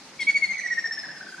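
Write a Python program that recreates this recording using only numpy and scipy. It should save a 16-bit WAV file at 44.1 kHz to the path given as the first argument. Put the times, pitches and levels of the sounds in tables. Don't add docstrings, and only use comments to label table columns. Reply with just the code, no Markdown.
import sys
import numpy as np
from scipy import signal
from scipy.fft import rfft, irfft
from scipy.io import wavfile

SR = 44100
rng = np.random.default_rng(int(sys.argv[2]) if len(sys.argv) > 2 else 0)


def wrap_up_sound(samples):
    columns = np.atleast_2d(samples).T
    tamed = np.clip(columns, -1, 1)
    steps = np.round(tamed * 32767).astype(np.int16)
    wavfile.write(sys.argv[1], SR, steps)


N = 61739
TIME_S = np.arange(N) / SR
BIN_HZ = np.arange(N // 2 + 1) * SR / N


def from_db(db):
    return 10 ** (np.asarray(db) / 20)


def rms_one(x):
    return x / np.sqrt(np.mean(x ** 2) + 1e-20)


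def at_hz(points, hz):
    points_hz, values = np.transpose(points)
    return np.interp(np.log(hz + 1), np.log(points_hz), values)


def drift(rate_hz):
    pole = np.exp(-2 * np.pi * rate_hz / SR)
    return rms_one(signal.lfilter([1], [1, -2 * pole, pole * pole], rng.standard_normal(2 * N))[N:])


def swell(u, attack=.33, release=.24):
    rise, fall = np.sin(np.pi / 2 * np.clip([u / attack, (1 - u) / release], 0, 1))
    return rise * fall


def pan(x, left_db):
    return x * from_db([[left_db / 2], [-left_db / 2]])


def delayed(x, lag_s):
    return np.interp(np.arange(N) - lag_s * SR, np.arange(N), x)


def coloured(x, response):
    hz = np.arange(N + 1) * SR / (2 * N)
    return irfft(rfft(x, 2 * N) * from_db(at_hz(response, hz)))[..., :N]


def diffuse(spectrum=None):
    # f/Hz, correlation/1
    likeness = [(60, .87), (170, 1), (700, 0.82), (2000, 0.59), (4500, 0.06), (8000, 0), (13000, 0.14)]
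    alike = np.clip(at_hz(likeness, BIN_HZ), -1, 1)
    mid, side = rfft(rng.standard_normal((2, N)))
    stereo = np.sqrt(1 + alike) * mid + np.sqrt(1 - alike) * side * [[1], [-1]]
    gain = 1 if spectrum is None else from_db(at_hz(spectrum, BIN_HZ))
    return rms_one(irfft(gain * stereo, N))


def patchy(x, depth_db, rate_hz, span_hz):
    band = np.round(4 * np.log2(np.clip(BIN_HZ, *span_hz)))
    spectrum = rfft(x)
    parts = (irfft(spectrum * (band == k), N) for k in np.unique(band))
    return rms_one(sum(part * from_db(depth_db * drift(rate_hz)) for part in parts))


def rumble():
    # f/Hz, relative density/dB
    spectrum = [(30, -23.5), (90, -18), (125, -12.5), (175, 1), (215, 1.5), (260, -4.5), (320, -2.5),
                (400, -7.5), (560, -6.5), (800, -5), (1200, -12), (2500, -26), (8000, -60)]
    # t/s, level/dB
    levels = [(0, -51.5), (.12, -49.5), (.35, -52), (.7, -53.5), (.95, -52), (1.15, -49.5), (1.4, -53)]
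    gain = from_db(np.interp(TIME_S, *np.transpose(levels)))
    return gain * patchy(diffuse(spectrum), depth_db=2.8, rate_hz=9, span_hz=(150, 1200))


def leaf_hiss():
    # f/Hz, relative density/dB
    spectrum = [(400, -34), (1200, -14.5), (1700, -12), (2250, -9), (3300, -15.5), (4300, -9.5),
                (5400, -12), (6500, -13.5), (7200, -19), (10000, -24.5), (12000, -35), (15000, -45)]
    return from_db(-49) * patchy(diffuse(spectrum), depth_db=1.73, rate_hz=16, span_hz=(2000, 7000))


def trill():
    # t/s, length/s, top f/Hz, arch/Hz, sag/Hz, harmonics 1, 2, 3 level/dB,
    # flutter/dB, left over right/dB, rise over the note/dB, mid-note dip/dB
    notes = [ (0.19, .045, 2171, -26.5, 126.5, -25.5, -43, -54.5, 1.85, 3.5, 5, 0.5),
             (0.267, .041, 2238, 0.5, 30, -15, -38, -46, 0.2, 0, 6, 0),
             (0.343, 0.036, 2245, 35, 60, -17.5, -36, -44, .5, 0, 3.5, -1),
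             (.417, 0.037, 2183, 34, 34, -18, -36.5, -47, 0.85, 4.5, 0.5, 0.5),
             (.491, 0.037, 2122, 31.5, 31.5, -25.5, -48.5, -44, 1.5, 5.5, 2, -1.5),
             (.567, .036, 2032, 130.5, 70, -27.5, -51.5, -40, 2, -4, 15, 9),
             (.634, .04, 1960, 130, 48, -26.5, -58, -43, 2, -4.5, 1.5, 2.5),
             (0.702, .037, 1910, 46.5, 18, -21, -61, -39.5, 0.86, -2, 2, 0.5),
             (0.771, .029, 1865, 57, 8, -21.5, -61, -37.5, 1.5, 1.5, 1, 0),
             (0.838, .031, 1824, 46, -25, -26, -68, -37.5, 1.88, 1, 2.5, -1),
             (.906, 0.027, 1801, 28.5, 1, -26.5, -72, -32, 1, 0, -4, 3.5),
             (.971, .022, 1765, 44, -18, -29.5, -57, -33.5, 1, 5, -6.5, 0.5),
             (1.034, 0.027, 1750, 150.5, 60.5, -32.5, -64, -46, 3, 2.5, -6.5, 7.5),
             (1.083, .034, 1737, 166, -61, -32.5, -66, -45.5, 2, -3, -1, 0),
             (1.145, .034, 1700, 200, 3, -38, -62, -48, 0.5, 0, -1, 6.5),
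             (1.207, 0.031, 1668, 288.5, -19.5, -32.5, -71, -50.5, 1.5, 1.5, -6.5, 11),
             (1.266, .03, 1650, 289, -11, -36, -60, -50, 1.5, 3.5, -5, 14.5),
             (1.321, 0.03, 1626, 262, 7.5, -35, -59, -54, 1, 2, 3.5, 14.5),
             (1.379, .03, 1616, 159.5, -26, -36, -63, -63, 1.5, 2, -0.5, 2)]
    # multiple, level re mean of harmonics 1 and 3/dB
    top_harmonics = [(4, -25), (5, -41), (6, -42.5), (7, -58)]
    # f/Hz, gain/dB
    top_colour = [(7000, -5), (7600, 2.5), (9000, 0), (10000, -1), (10900, 7), (11500, 6), (12400, -2)]
    # f/Hz, relative density/dB
    note_noise = [(1200, -25.5), (1500, -3), (1650, -14), (1850, 4.5), (2200, 2), (2550, -5.5), (2900, -9),
                  (3400, -12), (4500, -8), (6000, -11), (7300, -19), (8800, -17.5), (11000, -30),
                  (13000, -43.5)]
    # f/Hz, gain/dB
    carry = [(1350, -2.5), (1450, -2.5), (1525, 5), (1580, -2.5), (1650, -6), (1720, -4.5), (1780, -1),
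             (2300, -1.5)]
    overtone_arch_max_hz, end_slur_hz = 36, 70.5
    hoarse_until_s, hoarse_db, noise_db = .32, -43, -26.5
    low, high, effort = np.zeros((2, N)), np.zeros(N), np.zeros(N)
    waver, flutter, grit = .0043 * drift(220), drift(182), .0022 * drift(220)
    for (start_s, length_s, top_hz, arch_hz, sag_hz, first_db, second_db, third_db,
         flutter_db, left_db, rise_db, dip_db) in notes:
        i = np.flatnonzero((TIME_S >= start_s) & (TIME_S < start_s + length_s))
        u = (TIME_S[i] - start_s) / length_s
        droop_hz = np.outer([arch_hz, min(arch_hz, overtone_arch_max_hz)], np.abs(2 * u - 1) ** 2.21)
        hz = top_hz - droop_hz - sag_hz * (u - .5) - end_slur_hz * u ** 10.6
        jitter = flutter_db * waver[i] + np.outer([0, 1], grit[i])
        phase, overtone_phase = 2 * np.pi * np.cumsum(hz * (1 + jitter), axis=1) / SR

        shape = swell(u)
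        tremble = np.sqrt(2) * from_db(flutter_db * flutter[i])
        contour_db = rise_db * (u - .5) - dip_db * np.exp(-((u - .5) / .2) ** 2)
        envelope = tremble * shape * from_db(contour_db)
        tone = from_db(first_db) * np.sin(phase)
        if start_s < hoarse_until_s:
            tone += from_db(hoarse_db) * np.sin(1.5 * phase)
        low[:, i] += pan(envelope * tone, left_db)
        effort[i] += envelope * from_db(first_db)

        mean_db = (first_db + third_db) / 2
        harmonics = [(2, second_db), (3, third_db)]
        harmonics += [(k, mean_db + db + at_hz(top_colour, k * top_hz)) for k, db in top_harmonics]
        overtones = sum(from_db(db) * np.sin(k * overtone_phase) for k, db in harmonics)
        high[i] += tremble * shape ** .74 * overtones
    high += from_db(noise_db) * effort * diffuse(note_noise)[0]
    return coloured(low, carry), delayed(high, lag_s=.012)


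def rasp():
    # f/Hz, relative density/dB
    spectrum = [(1500, -20.5), (2500, -4), (3300, -1.5), (4400, -1.5), (5000, -1.5), (5600, -7), (7200, -9),
                (8500, -3), (10600, -14), (13000, -37.5)]
    # t/s, length/s, f/Hz, level/dB
    partials = [(.195, .042, 3290, -45), (.204, .014, 5550, -41), (.205, 0.033, 4390, -40),
                (.212, 0.029, 8680, -52), (.218, 0.015, 5420, -45.5), (.222, .012, 3770, -40.5)]
    burst_start_s, burst_length_s, fall_per_s = .2016, .048, 1.7
    crackle = from_db(-41 + 2 * drift(rate_hz=200))
    burst = swell((TIME_S - burst_start_s) / burst_length_s, attack=.16, release=.4)
    out = crackle * diffuse(spectrum)[0] * burst
    for start_s, length_s, hz, db in partials:
        age_s = TIME_S - start_s
        slide = 1 - fall_per_s * (age_s - length_s / 2) + .008 * drift(rate_hz=500)
        phase = 2 * np.pi * np.cumsum(hz * slide) / SR
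        out += from_db(db) * np.sqrt(2) * np.sin(phase) * swell(age_s / length_s)
    return out


def scatter(x, delay_s, build_s, t60_s):
    age_s = np.maximum(TIME_S - delay_s, 0)
    envelope = (1 - np.exp(-age_s / build_s)) * from_db(-60 * age_s / t60_s)
    echoes = rms_one(diffuse() * envelope) / np.sqrt(N)
    return signal.fftconvolve(x[None], echoes, axes=1)[:, :N]


def wood(low, high):
    # delay/s, build-up/s, t60/s, fundamental gain/dB, overtone gain/dB
    scatterers = [(.008, 0.01, 0.12, -13, -6), (0.028, 0.016, 1.0, -15, -8.5)]
    # f/Hz, gain/dB
    echo_colour = [(1800, -6.5), (1950, -4.5), (2200, -1)]
    out = scatter(from_db(-18) * low + from_db(-20.5) * high, delay_s=.245, build_s=.0059, t60_s=.39)
    echo_lag_s = .256 + 70e-6 * drift(rate_hz=90)
    echo = delayed(coloured(low, echo_colour), echo_lag_s)
    out += pan(from_db(-17) * echo, left_db=-2)
    for delay_s, build_s, t60_s, low_db, high_db in scatterers:
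        out += scatter(from_db(low_db) * low + from_db(high_db) * high, delay_s, build_s, t60_s)
    return out


def scene():
    low, high = trill()
    high = high + rasp()
    left, right = low + pan(high, left_db=-.5)
    direct = np.array([left, delayed(right, lag_s=30e-6)])
    return direct + wood(low.mean(axis=0), high) + rumble() + leaf_hiss()


def record(dry):
    stop_hz, stop_db = 15000, 70
    return signal.sosfilt(signal.cheby2(12, stop_db, stop_hz, fs=SR, output="sos"), dry)


dry = scene()
out = record(dry)
wrap_up_sound(out)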